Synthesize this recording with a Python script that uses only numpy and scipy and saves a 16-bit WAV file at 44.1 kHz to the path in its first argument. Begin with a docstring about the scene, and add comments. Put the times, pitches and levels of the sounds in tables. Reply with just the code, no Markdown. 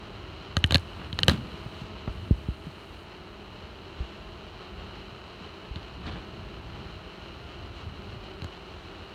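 """Honeybee cluster, close up

A hand-held camera's microphone is a few centimetres from the bees. Many wings hum near 190 Hz, one
air pulse a stroke; thousands of legs and wings rustle together, and now and then a jostled bee buzzes.
Fingers shift on the camera: sharp clicks of its case, dull bumps, short scuffs and a low rumble.
The camera adds a thin hiss of its own."""
import sys
import numpy as np
from scipy import signal
from scipy.fft import rfft, irfft, next_fast_len
from scipy.io import wavfile
from scipy.ndimage import map_coordinates

SR = 44100
rng = np.random.default_rng(int(sys.argv[2]) if len(sys.argv) > 2 else 0)


def wav_record(signal):
    """Record a signal, one row per channel, as 16-bit PCM in the file named by sys.argv[1]."""
    frames = np.transpose(np.atleast_2d(signal))
    bounded = np.clip(frames, -1, 1)
    # unit amplitude maps onto the largest positive 16-bit level
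    quanta = np.round(bounded * 32767).astype(np.int16)
    wavfile.write(sys.argv[1], SR, quanta)


N = 403074

# how busy the cluster is; hum and rustle both follow it: (time [s], level [dB])
ACTIVITY = [(0.0, -52), (2.09, -51), (2.37, -54.5), (6.21, -52), (6.34, -52.5), (9.14, -52.5)]
# clicks of the case; low breadth is a narrow ring, high breadth a broad crack:
# (time [s], level [dB], breadth [dB], favoured ring [Hz], recoil relative to level [dB])
CASE_CLICKS = [(.5679, -7, 1, 2560, -9), (.641, -1.5, -7.5, 1890, -12), (0.7086, -9.5, -3, 3240, -14),
               (0.7223, -9, 5, 3840, -9), (0.7446, 0, -5, 3780, -20), (0.7492, -8.5, 3, 1690, -4.5),
               (0.7564, -2.5, -8, 1670, -14), (.7813, -25, 8, 4200, -12), (1.1286, -19, -11, 3050, -7),
               (1.1894, -9, -3, 4260, -29), (1.2322, -3, -7, 3100, -20), (1.282, 1.5, 6.5, 2850, -13),
               (1.2962, -6.5, 5.5, 3890, -21), (5.7585, -25.5, -12, 1130, -2.5),
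               (5.8299, -33, -10, 2500, -17), (6.067, -29.5, -3, 3900, -8), (8.4202, -26, 0, 3870, -2.5),
               (8.4437, -26.5, 8, 1310, -2.5)]
# spectrum of a snap of the case: (frequency [Hz], level [dB])
SNAP_SPECTRUM = [(300, 3), (1500, -7.5), (3000, 2.5), (4300, -16), (5300, -15), (7000, -22), (10000, -22.5),
                 (16000, -39)]


def wing_hum():
    """Fanning bees hum low, a few nearest the microphone stand out, and a thin note holds steady."""
    # overtones of the crowd and of a bee close by: (frequency [Hz], level [dB])
    crowd_spectrum = [(100, -11), (170, -5), (390, 2), (520, -15), (650, -6), (900, -10), (1400, -13),
                      (2000, -16), (3000, -19.5), (5000, -43)]
    close_spectrum = [(100, 2.5), (170, 1.5), (370, 2), (500, -10.5), (640, 0), (850, -9), (1300, -6.5),
                      (2000, -19), (2950, -10.5), (3500, -20.5), (4100, -15.5), (4900, -35), (6200, -28.5),
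                      (9000, -45)]
    busy_db, = curves(ACTIVITY)
    hum_db = 0.5 + busy_db.mean() + 0.26 * (busy_db - busy_db.mean())  # follows the activity weakly
    crowd = wings(crowd_spectrum, 157.86, 220.6, drift=.025, flutter=.008, swell_db=3.5, count=10)
    close = wings(close_spectrum, 166, 204, drift=.025, flutter=.004, swell_db=7, count=3)
    held = amp(1.2 * wobble(2.17)) * np.sin(2 * np.pi * np.cumsum(273 + 1.14 * wobble(4)) / SR)
    return amp(hum_db) * (amp(2.0) * crowd + amp(0.4) * close + amp(-9.5) * held)


def wings(spectrum, low_hz, high_hz, drift, flutter, swell_db, count):
    """Each bee beats at its own wandering pitch, one air pulse a stroke, and swells and fades."""
    strokes = np.zeros(N + 1)
    for pitch_hz in np.linspace(low_hz, high_hz, count):
        beat_hz = pitch_hz * (1 + drift * wobble(3) + flutter * wobble(35))
        turns = np.cumsum(beat_hz) / SR + rng.random()
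        at = np.interp(np.arange(1, int(turns[-1])), turns, np.arange(N))
        whole = at.astype(int)
        size = amp(swell_db * np.tanh(wobble(3.5)[whole]))
        strokes[whole] += size * (1 - at % 1)  # each pulse is shared between two samples
        strokes[whole + 1] += size * (at % 1)
    return coloured(strokes[:N], spectrum)


def rustle():
    """Legs and wings of crawling bees rub together in thousands of tiny contacts a second."""
    # spectrum of the rubbing: (frequency [Hz], level [dB])
    spectrum = [(100, -39), (300, 6), (700, 0.5), (1350, 1.5), (1650, -5.5), (2100, -6), (2550, -3),
                (2950, 3), (3500, -11), (4100, -2), (4700, -14), (6900, -26), (7600, -30), (15000, -63)]
    busy_db, = curves(ACTIVITY)
    crawl = coloured(grains(per_s=6000, spread_db=1.5) + 0.54 * rng.standard_normal(N), spectrum)
    return amp(busy_db + 4.5 + 0.83 * wobble(16)) * crawl


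def buzzes():
    """A jostled bee's wings flare up for a moment: a gliding train of sharp strokes."""
    # brief buzzes: (time [s], level [dB], pitch [Hz], glide [Hz/s], half length [s])
    flares = [(1.798, -55.5, 235.5, -12, 0.087), (2.22, -62, 201, 61, 0.089), (4.027, -58, 223.7, 4, 0.13),
              (7.773, -54, 283, 0, 0.036), (8.831, -58.5, 261.5, -64, 0.13)]
    # overtones of a buzz: (frequency [Hz], level [dB])
    spectrum = [(300, -16), (2000, -6), (2900, 1.5), (4300, -3.5), (5000, -20), (6200, -14), (10000, -31)]
    out, t = np.zeros(N), np.arange(-SR // 3, SR // 3) / SR
    for s, db, pitch_hz, glide, half in flares:
        turns = pitch_hz * t + glide * t ** 2 / 2
        strokes = np.cos(2 * np.pi * np.arange(1, 36)[:, None] * turns).sum(0)
        add(out, s + t[0], amp(db) * np.exp(-(t / half) ** 2) * coloured(strokes, spectrum))
    return out


def clicks():
    """A slip of the grip snaps the case and the camera recoils; the spot struck decides the ring."""
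    # modes of the case: (frequency [Hz], level [dB], time to fall 60 dB [s])
    case_modes = [(535, -14.5, 0.033), (1210, -18, 0.029), (1640, -9, 0.022), (1853, -13.5, 0.023),
                  (2410, -44, .014), (3073, -2.5, 0.011), (3580, -2.5, 0.0081), (3920, 0.5, 0.0075),
                  (4180, 5, 0.0058), (6520, -14, 0.0096)]
    out, t = np.zeros(N), np.arange(SR // 16) / SR
    hz, level_db, t60 = np.transpose(case_modes)[:, :, None]
    for s, db, breadth_db, ring_hz, recoil_db in CASE_CLICKS:
        strength, detune, phase = rng.standard_normal((3, len(case_modes), 1))
        favour_db = 7 * np.exp(-(np.log(hz / ring_hz) / 0.1) ** 2)
        decay = amp(level_db + favour_db + 2 * strength - 60 * t / t60)
        modes = decay * np.sin(2 * np.pi * (hz * (1 + 0.022 * detune) * t + phase))
        snap = coloured(rng.standard_normal(len(t)), SNAP_SPECTRUM) * amp(-60 * t / 0.0069)
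        contact = modes.sum(0) * (1 - np.exp(-t / 0.00045)) + 0.88 * snap * (1 - np.exp(-t / 0.00009))
        tone = [(1200, 2 + breadth_db), (2800, 0), (4500, 0), (7000, 1.5 + breadth_db)]
        add(out, s, amp(db - 24.5) * coloured(contact, tone))
        add(out, s + .0015, amp(db + recoil_db) * swing(start_hz=236, final_hz=78.5))
    return out


def chatter():
    """After each click the case settles with a few fine, bright ticks."""
    strain, t = np.zeros(N), np.arange(SR // 5) / SR
    for s, db, *_ in CASE_CLICKS:
        add(strain, s, amp(db - 40.5) * np.exp(-t / 0.015))
    ticks = coloured(grains(per_s=260, spread_db=1), SNAP_SPECTRUM)
    return strain * unit(passed(ticks, 5900, "high", order=2))


def bumps():
    """Soft fingertips push the camera without a click."""
    # pushes of the hand: (time [s], peak [dB], starting pitch [Hz], final pitch [Hz])
    pushes = [(1.661, -31, 300, 108), (1.816, -30.5, 257, 112), (2.076, -21, 316, 51.7),
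              (2.309, -8.5, 308, 55.6), (2.486, -18, 261, 55), (2.668, -30, 298, 145),
              (4.002, -21, 109, 59.5), (5.408, -36.5, 330, 170), (5.709, -26.5, 129, 54.6),
              (7.864, -29.5, 160, 84.6)]
    out = np.zeros(N)
    for s, db, start_hz, final_hz in pushes:
        add(out, s, amp(db) * swing(start_hz, final_hz))
    return out


def swing(start_hz, final_hz, settle_s=0.0028, t60_s=0.11):
    """A push swings the camera; its pitch sinks as the finger gives way. Peak 1."""
    t = np.arange(SR // 3) / SR
    pitch = final_hz + (start_hz - final_hz) * np.exp(-t / settle_s)
    motion = np.sin(2 * np.pi * np.cumsum(pitch) / SR) * amp(-60 * t / t60_s)
    push = passed(motion, 1.54 * start_hz, "low", order=3)
    return push / np.abs(push).max()


def handling_noises():
    """Short handling noises: grainy scuffs, one dull knock and a low lingering rumble."""
    # bursts of noise: (time [s], level [dB], rise [s], fall [s], low-pass cutoff [Hz])
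    bursts = [(.742, -37, 0.028, .02, 14000), (1.02, -41, 0.056, 0.064, 2540),
              (1.29, -25, .006, 0.036, 16000), (1.32, -23, 0.062, 0.082, 298),
              (2.078, -24.5, .0015, .004, 1400), (5.77, -48, 0.023, 0.043, 4970),
              (6.075, -37, 0.027, 0.064, 5100), (6.16, -43, 0.02, 0.033, 2200)]
    # their shared spectrum: (frequency [Hz], level [dB])
    spectrum = [(40, -14), (100, 3), (180, 4), (400, -4), (1400, -7), (2200, -12.5), (3000, -8.5),
                (4300, -13), (5200, -25), (15000, -39)]
    out, t = np.zeros(N), np.arange(N) / SR
    texture = coloured(grains(per_s=4300, spread_db=1.0), spectrum)
    for s, db, rise, fall, cutoff_hz in bursts:
        envelope = np.exp(-np.minimum(np.maximum((s - t) / rise, (t - s) / fall), 20))
        out += amp(db) * envelope * passed(texture, cutoff_hz, "low", order=2)
    return out


def grip_rumble(still_db=-48.5):
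    """The trembling hand rumbles through the camera to the microphone, more as the fingers shift."""
    # shifts of the hold: (time [s], level [dB], half length [s])
    regrips = [(1.0, -43.5, 0.72), (2.24, -40, 0.16), (6.043, -36.5, 0.075), (6.595, -43, .35),
               (7.897, -44.5, 0.37)]
    # spectrum of the rumble: (frequency [Hz], level [dB])
    spectrum = [(15, -38), (30, -21.5), (46, -3), (85, -2.5), (125, -9.5), (200, -14), (400, -31),
                (1000, -80)]
    t = np.arange(N) / SR
    swells = sum(amp(db) ** 2 * np.exp(-((t - s) / half) ** 2) for s, db, half in regrips)
    level = np.sqrt(amp(still_db) ** 2 + swells)
    return level * amp(1.73 * wobble(9.7)) * coloured(rng.standard_normal(N), spectrum)


def hiss(floor_db=-78.5, step_db=6.5, ramp_s=0.046):
    """The camera's own thin, high hiss twice steps up for about a second."""
    # spells of louder hiss: (start [s], end [s])
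    spells = [(.7, 1.85), (2.08, 3.05)]
    # spectrum of the hiss: (frequency [Hz], level [dB])
    spectrum = [(2000, -28), (6000, 7.5), (9700, 10), (10400, 0), (11200, 7), (16000, -3)]
    t = np.arange(N) / SR
    raised = sum(np.clip(np.minimum(t - start, end - t) / ramp_s + .5, 0, 1) for start, end in spells)
    return amp(floor_db + step_db * raised) * coloured(rng.standard_normal(N), spectrum)


def amp(db):
    """Decibels to amplitude."""
    return 10 ** (np.asarray(db) / 20)


def unit(x):
    """x at rms 1."""
    return x / np.sqrt(np.mean(x ** 2) + 1e-20)


def curves(rows):
    """One value per sample for each column after the time."""
    s, *cols = np.transpose(rows)
    return [np.interp(np.arange(N) / SR, s, c) for c in cols]


def wobble(per_s):
    """A smooth random curve with per_s knots a second."""
    coarse = np.arange(0, N + 64, 64)
    knots = rng.standard_normal(2048)
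    return np.interp(np.arange(N), coarse, map_coordinates(knots, [coarse * per_s / SR], mode="wrap"))


def filtered(x, response):
    """x with each frequency scaled by response(hz)."""
    size = next_fast_len(len(x) + 8192)
    return irfft(rfft(x, size) * response(np.fft.rfftfreq(size, 1 / SR)), size)[:len(x)]


def coloured(x, spectrum):
    """x shaped by (frequency [Hz], level [dB]) points joined on a log axis, at rms 1."""
    point_hz, point_db = np.transpose(spectrum)
    return unit(filtered(x, lambda hz: amp(np.interp(np.log(hz + 1), np.log(point_hz + 1), point_db))))


def passed(x, hz, kind, order):
    """A causal low-pass or high-pass."""
    return signal.sosfilt(signal.butter(order, min(hz, SR / 2 - 1), kind, fs=SR, output="sos"), x)


def grains(per_s, spread_db):
    """Tiny contacts at random times and of uneven size, at rms 1."""
    contacts = (rng.random(N) < per_s / SR) * rng.standard_normal(N)
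    return unit(contacts * amp(spread_db * rng.standard_normal(N)))


def add(track, s, sound):
    """Mix a sound into a track from time s on."""
    part = track[max(round(s * SR), 0):][:len(sound)]
    part += sound[:len(part)]


def scene():
    """The bees, the hand on the camera and the camera's own hiss, in one channel."""
    handling = grip_rumble() + clicks() + chatter() + handling_noises() + bumps()
    return (wing_hum() + rustle() + buzzes() + handling + hiss())[None]


def record(dry):
    """The camera cuts the deepest bass, rounds off the highest peaks and keeps nothing above 16 kHz."""
    x = passed(dry[0], 16, "high", order=2)
    x = x / (1 + (x / .7) ** 6) ** (1 / 6)
    return filtered(x, lambda hz: hz < 16000)[None]


dry = scene()
out = record(dry)
wav_record(out)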